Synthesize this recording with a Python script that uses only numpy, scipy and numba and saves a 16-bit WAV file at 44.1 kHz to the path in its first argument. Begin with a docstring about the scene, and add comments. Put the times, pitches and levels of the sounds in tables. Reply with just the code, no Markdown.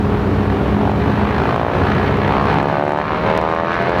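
"""On a lake, a floatplane opens its throttle. Its nine-cylinder engine speeds up, the air roars, and
the two propeller blades slap ever harder, echoed by the water and the trees on the shore.
Farther off, a second engine drones at a steady speed. A limiter (an automatic volume control)
turns everything down, drone and microphone hiss included, whenever the slaps get loud."""
import sys
import numpy as np
from scipy import signal
from scipy.fft import rfft, irfft, next_fast_len
from scipy.io import wavfile
from scipy.ndimage import map_coordinates
from numba import njit

SR = 44100
rng = np.random.default_rng(int(sys.argv[2]) if len(sys.argv) > 2 else 0)


def unload_audio(sound):
    """Save the sound as a 16-bit wav file, at the path given as the first command line argument."""
    columns = np.transpose(np.atleast_2d(sound))
    # keep every value between -1 and 1, then stretch to whole-number steps
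    steps = np.round(np.clip(columns, -1, 1) * 32767)
    wavfile.write(sys.argv[1], SR, steps.astype(np.int16))


N = 176400
BLADES, CYLINDERS = 2, 9
# how often a blade sweeps past: t/s, rate/Hz
BLADE_RATE = [(0.0, 40.43), (0.6, 44.09), (1.2, 52.24), (1.8, 59.8), (2.4, 67.88), (2.8, 72.26),
              (3.2, 77.39), (3.6, 82.4), (4.0, 88.29)]
# how the blade slaps change: t/s, level/dB, centre f/Hz, share blurred by reflections (0-1)
SLAP_SHAPE = [(0, -22, 550, .8), (.33, -20, 550, .8), (.48, -12, 700, .7), (.68, -17, 600, .8),
              (.87, -9.5, 660, .6), (1.03, -14, 850, .8), (1.17, -10, 680, .7), (1.28, -10, 950, .8),
              (1.39, -7.5, 1200, .6), (1.48, -10, 800, .6), (1.58, -4.5, 740, .1), (1.68, -4.5, 720, .05),
              (1.75, -8, 740, .2), (1.81, -7, 760, .4), (1.93, -11, 1200, .8), (2.0, -7, 720, .4),
              (2.1, -9.5, 760, .6), (2.17, -9, 950, .8), (2.25, -4.5, 680, .6), (2.33, -2.5, 850, .3),
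              (2.46, -5, 780, .5), (2.57, -1.5, 850, .3), (2.66, -.5, 680, .1), (2.75, -1.5, 680, .15),
              (2.85, 2.5, 590, .03), (3, 3.5, 780, .02), (3.07, -4, 880, .3), (3.13, .5, 880, .1),
              (3.19, -6, 850, .6), (3.26, -1.5, 770, .1), (3.37, 2.5, 750, .03), (3.54, 4.5, 700, .02),
              (3.66, 1.5, 680, .08), (3.74, 0, 1350, .3), (3.81, 0, 650, .2), (3.9, 1.5, 660, .1),
              (4, 2, 820, .1)]


def amp(db):
    """Turn decibels into a factor to multiply by."""
    return 10 ** (np.asarray(db) / 20)


def unit(x):
    """Scale x to an average (rms) size of 1."""
    return x / np.sqrt(np.mean(x ** 2) + 1e-20)


def curves(rows):
    """Join a table's rows with straight lines: one curve for each column after the time."""
    times, *columns = np.transpose(rows)
    return [np.interp(np.arange(N) / SR, times, column) for column in columns]


def wobble(rate):
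    """A smooth curve through `rate` random values a second."""
    return map_coordinates(rng.standard_normal(400), [np.arange(N) * rate / SR], mode="mirror")


def colour(points, hz):
    """How strong each frequency is, read from a table of f/Hz, level/dB."""
    f, db = np.transpose(points)
    return amp(np.interp(np.log(hz + 1), np.log(f + 1), db))


def filtered(x, response):
    """Multiply each frequency in x by response(hz)."""
    size = next_fast_len(N + SR // 2)
    return irfft(rfft(x, size) * response(np.fft.rfftfreq(size, 1 / SR)), size)[:N]


def noise(points):
    """Noise with the given tone colour and an average size of 1."""
    return unit(filtered(rng.standard_normal(N), lambda hz: colour(points, hz)))


def pulses(cycles, jitter_s, scatter_db, pattern=(1,)):
    """One click at each whole cycle, uneven in time (jitter) and size (scatter)."""
    count = np.arange(1, int(cycles[-1]) + 1)
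    chance = rng.standard_normal((2000, 2))[count]
    on_time = np.interp(count, cycles, np.arange(N))
    at = np.clip(on_time + SR * jitter_s * chance[:, 0], 0, N - 2)
    size = amp(scatter_db * chance[:, 1]) * np.take(pattern, count, mode="wrap")
    i = at.astype(int)  # each click is shared between two neighbouring samples
    return np.bincount(i, size * (1 - at + i), N) + np.bincount(i + 1, size * (at - i), N)


def delayed(x, seconds):
    """x arriving later; the delay may vary."""
    return np.interp(np.arange(N) - seconds * SR, np.arange(N), x, left=0)


def scattered(x, fade_s):
    """x blurred by countless small reflections that die away by 60 dB in fade_s."""
    tail = rng.standard_normal(SR) * amp(-60 * np.arange(SR) / SR / fade_s)
    return signal.fftconvolve(x, tail / np.linalg.norm(tail))[:N]


def drifting(x, fade_s, rate):
    """x blurred by reflections whose paths change `rate` times a second."""
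    paths = np.array([wobble(rate) for _ in range(6)])
    return sum(share * scattered(x, fade_s) for share in paths / np.linalg.norm(paths, axis=0))


def hiss(level_db=-42.5):
    """The microphone's own even hiss."""
    # tone colour of the hiss: f/Hz, level/dB
    hiss_colour = [(30, -12), (3000, 11), (8000, -11), (15000, -13.5)]
    return amp(level_db) * noise(hiss_colour)


def far_engine(waver_db=2, rumble_db=-25):
    """A distant engine at constant speed: wavering tones over a throaty rumble."""
    # the engine's tones: f/Hz, relative level/dB
    drone_tones = [(96.5, -31), (138.5, -45.5), (207.3, -24.5), (279, -31), (414.5, -29.5)]
    # how the tones swell and dip together: t/s, gain/dB
    swell = [(0, 0), (.8, 3), (1.3, -0.5), (1.55, -8), (1.85, 1), (2.5, 1), (2.8, -3), (4, -3.5)]
    # tone colour of the rumble: f/Hz, level/dB
    rumble_colour = [(40, -22), (150, -16), (240, -9.5), (290, -1.5), (335, -7), (390, -1), (460, -6.5),
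                     (540, -15.5), (1500, -19.5), (8000, -72)]
    t = np.arange(N) / SR
    tones = sum(amp(db + waver_db * wobble(7.17)) * np.sin(2 * np.pi * hz * t + .5 * wobble(10))
                for hz, db in drone_tones)
    return np.sqrt(2) * amp(curves(swell)[0]) * tones + amp(rumble_db) * noise(rumble_colour)


def exhaust(turns, rumble_db=-2.5):
    """Unequal cylinders each fire once in two shaft turns, over rushing gas and clean low tones."""
    # tone colour of the firings and gas: f/Hz, level/dB
    gas_colour = [(25, -37), (42, -14.5), (60, 1), (100, -4), (170, -1.5), (240, -10), (380, -11),
                  (550, -15), (1000, -20), (3000, -41), (8000, -102)]
    # tones that rise with engine speed: multiple of the shaft rate, relative level/dB
    shaft_tones = [(3, -10.5), (4, -27), (4.5, -19), (5, -21.5), (6, -15), (7, -18.5), (9, -18.5)]
    # loudness of the whole exhaust: t/s, gain/dB
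    loudness = [(0, -16), (1.3, -16.5), (1.6, -18.5), (1.87, -15), (2.5, -16.5), (2.9, -19), (3.2, -17.5),
                (3.55, -16.5), (3.75, -13), (4, -14)]
    strengths = amp(2 * rng.standard_normal(CYLINDERS))
    firings = pulses(turns * CYLINDERS / 2, jitter_s=.0006, scatter_db=2.5, pattern=strengths)
    gas = unit(scattered(firings, fade_s=.062)) + rng.standard_normal(N)
    rumble = unit(filtered(gas, lambda hz: colour(gas_colour, hz)))
    tones = sum(amp(db + .34 * wobble(3.84)) * np.sin(2 * np.pi * multiple * turns + .39 * wobble(5.86))
                for multiple, db in shaft_tones)
    return amp(curves(loudness)[0]) * (amp(rumble_db) * rumble + np.sqrt(2) * tones)


def roar(passes, throb_db=1.6, rasp_db=-4, flutter_db=.73):
    """Churned air swells with every passing blade, and scattered blade pulses add a rasp."""
    # tone colour of the roar: f/Hz, level/dB
    roar_colour = [(60, -13), (250, -4.5), (450, 2), (700, -2), (1200, -3.5), (1800, -9), (2400, -10),
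                   (3200, -19), (4100, -21.5), (5000, -32.5), (6200, -38.5), (7200, -55.5), (12000, -56.5)]
    # narrow bands that ring out: f/Hz, width/Hz, boost/dB
    resonances = [(1240, 70, 3), (1390, 40, 2), (1525, 45, 4), (1684, 45, 4), (1837, 70, 3.5),
                  (3020, 90, 2)]
    # loudness of the roar: t/s, level/dB
    loudness = [(0, -30), (.7, -28), (1, -25.5), (1.35, -23), (1.65, -23), (1.9, -22), (2.15, -22),
                (2.5, -19), (2.75, -19), (2.95, -18), (3.1, -17), (3.28, -18.5), (3.37, -15), (3.45, -15.5),
                (3.53, -13.5), (3.64, -14.5), (3.73, -9.5), (3.8, -12), (3.9, -14), (4, -12.5)]

    def tone(hz):
        boost_db = sum(db * np.exp(-((hz - centre) / width) ** 2) for centre, width, db in resonances)
        return colour(roar_colour, hz) * amp(boost_db)

    churn = amp(throb_db * np.cos(2 * np.pi * passes)) * rng.standard_normal(N)
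    blade_pulses = pulses(passes, jitter_s=.00003, scatter_db=3.5)
    rasp = drifting(blade_pulses, fade_s=.05, rate=5)
    air = filtered(unit(churn) + amp(rasp_db) * unit(rasp), tone)
    return amp(curves(loudness)[0] + flutter_db * wobble(16)) * unit(air)


def cracks(passes, base_db=-18, growth=1.2):
    """The steep front of each slap cracks, more so when it is loud; a few blades snap far harder."""
    # the hardest snaps: t/s, relative level/dB
    hard_snaps = [(2.628, -9), (2.699, -10), (2.837, -6), (2.892, -7), (3.376, -8), (3.55, -5), (3.658, -4),
                  (3.742, -3), (3.823, -5), (3.894, -4)]
    # tone colour of a crack: f/Hz, level/dB
    crack_colour = [(300, -20), (2500, 3), (5000, -1), (8000, -8), (15000, -17)]
    sizes = np.zeros(int(passes[-1]) + 1)
    for time_s, db in hard_snaps:
        nearest_blade = round(passes[round(time_s * SR)])
        sizes[nearest_blade] = amp(db)
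    snaps = pulses(passes, jitter_s=0, scatter_db=5, pattern=sizes)
    slap_db = curves(SLAP_SHAPE)[0]
    crackle = amp(base_db + growth * slap_db) * pulses(passes, jitter_s=.0001, scatter_db=4.5)
    return filtered(snaps + crackle, lambda hz: colour(crack_colour, hz))


def propeller(passes, base_hz=700, sway_s=.00039, echo_hold=.25, shore_db=-15):
    """Each blade slaps out a short push-pull wave that arrives clean, blurred and as echoes."""
    # tone colour of a slap centred on base_hz: f/Hz, level/dB
    slap_colour = [(60, -26), (200, -14), (400, -3.5), (620, 0), (900, -2), (1300, -14), (2000, -23),
                   (3000, -33), (4500, -45), (7000, -62), (12000, -88)]
    # echoes from the water and the shore: delay/s, relative level/dB
    echo_paths = [(.0011, -25), (.0029, -21), (.047, -19)]
    level_db, centre_hz, blur = curves(SLAP_SHAPE)
    # 1j turns an even bump into a push and a pull
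    wave = filtered(signal.unit_impulse(N, "mid"), lambda hz: 1j * colour(slap_colour, hz))
    wave /= np.abs(wave).max()
    blade = np.round(passes).astype(int)
    since_pass_s = (passes - blade) / curves(BLADE_RATE)[0]
    position = N // 2 + since_pass_s * SR * centre_hz / base_hz  # a higher centre makes a shorter slap
    uneven_db = rng.standard_normal(blade[-1] + 1)[blade]
    slaps = amp(level_db + uneven_db) * np.interp(position, np.arange(N), wave)
    arriving = np.sqrt(1 - blur) * slaps + np.sqrt(blur) * drifting(slaps, fade_s=.022, rate=10)
    echoes = sum(amp(db + 4.2 * wobble(4)) * delayed(slaps, delay_s + sway_s * wobble(2.5))
                 for delay_s, db in echo_paths)
    echoes *= amp(-echo_hold * level_db)  # echoes swell and fade less than the direct wave
    return arriving + echoes + amp(shore_db) * scattered(slaps, fade_s=.6)


def scene():
    """One rising engine speed drives all the plane's sounds, over the far engine and the hiss."""
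    passes = np.cumsum(curves(BLADE_RATE)[0]) / SR  # blades that have swept past so far
    plane = propeller(passes) + cracks(passes) + roar(passes) + exhaust(passes / BLADES)
    return (plane + far_engine() + hiss())[None]


@njit
def follow_peaks(level, rise, fall):
    """Jump up with each peak and sink back slowly, never below 1."""
    out, held = np.empty(len(level)), 1.0
    for i in range(len(level)):
        held = max(1.0, held + rise * max(level[i] - held, 0.0) - fall * held)
        out[i] = held
    return out


def limiter(x, ceiling=.53, attack_s=.0002, release_s=.25, clip_top=.72):
    """Peaks over the ceiling turn the volume down for a while; what slips through is rounded off."""
    lowered = x / follow_peaks(np.abs(x) / ceiling, 1 / (attack_s * SR), 1 / (release_s * SR))
    return lowered / (1 + (lowered / clip_top) ** 10) ** (1 / 10)


def record(dry):
    """Hold the peaks down, then cut off the highest treble."""
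    return filtered(limiter(dry[0]), lambda hz: hz < 15700)[None]


dry = scene()
out = record(dry)
unload_audio(out)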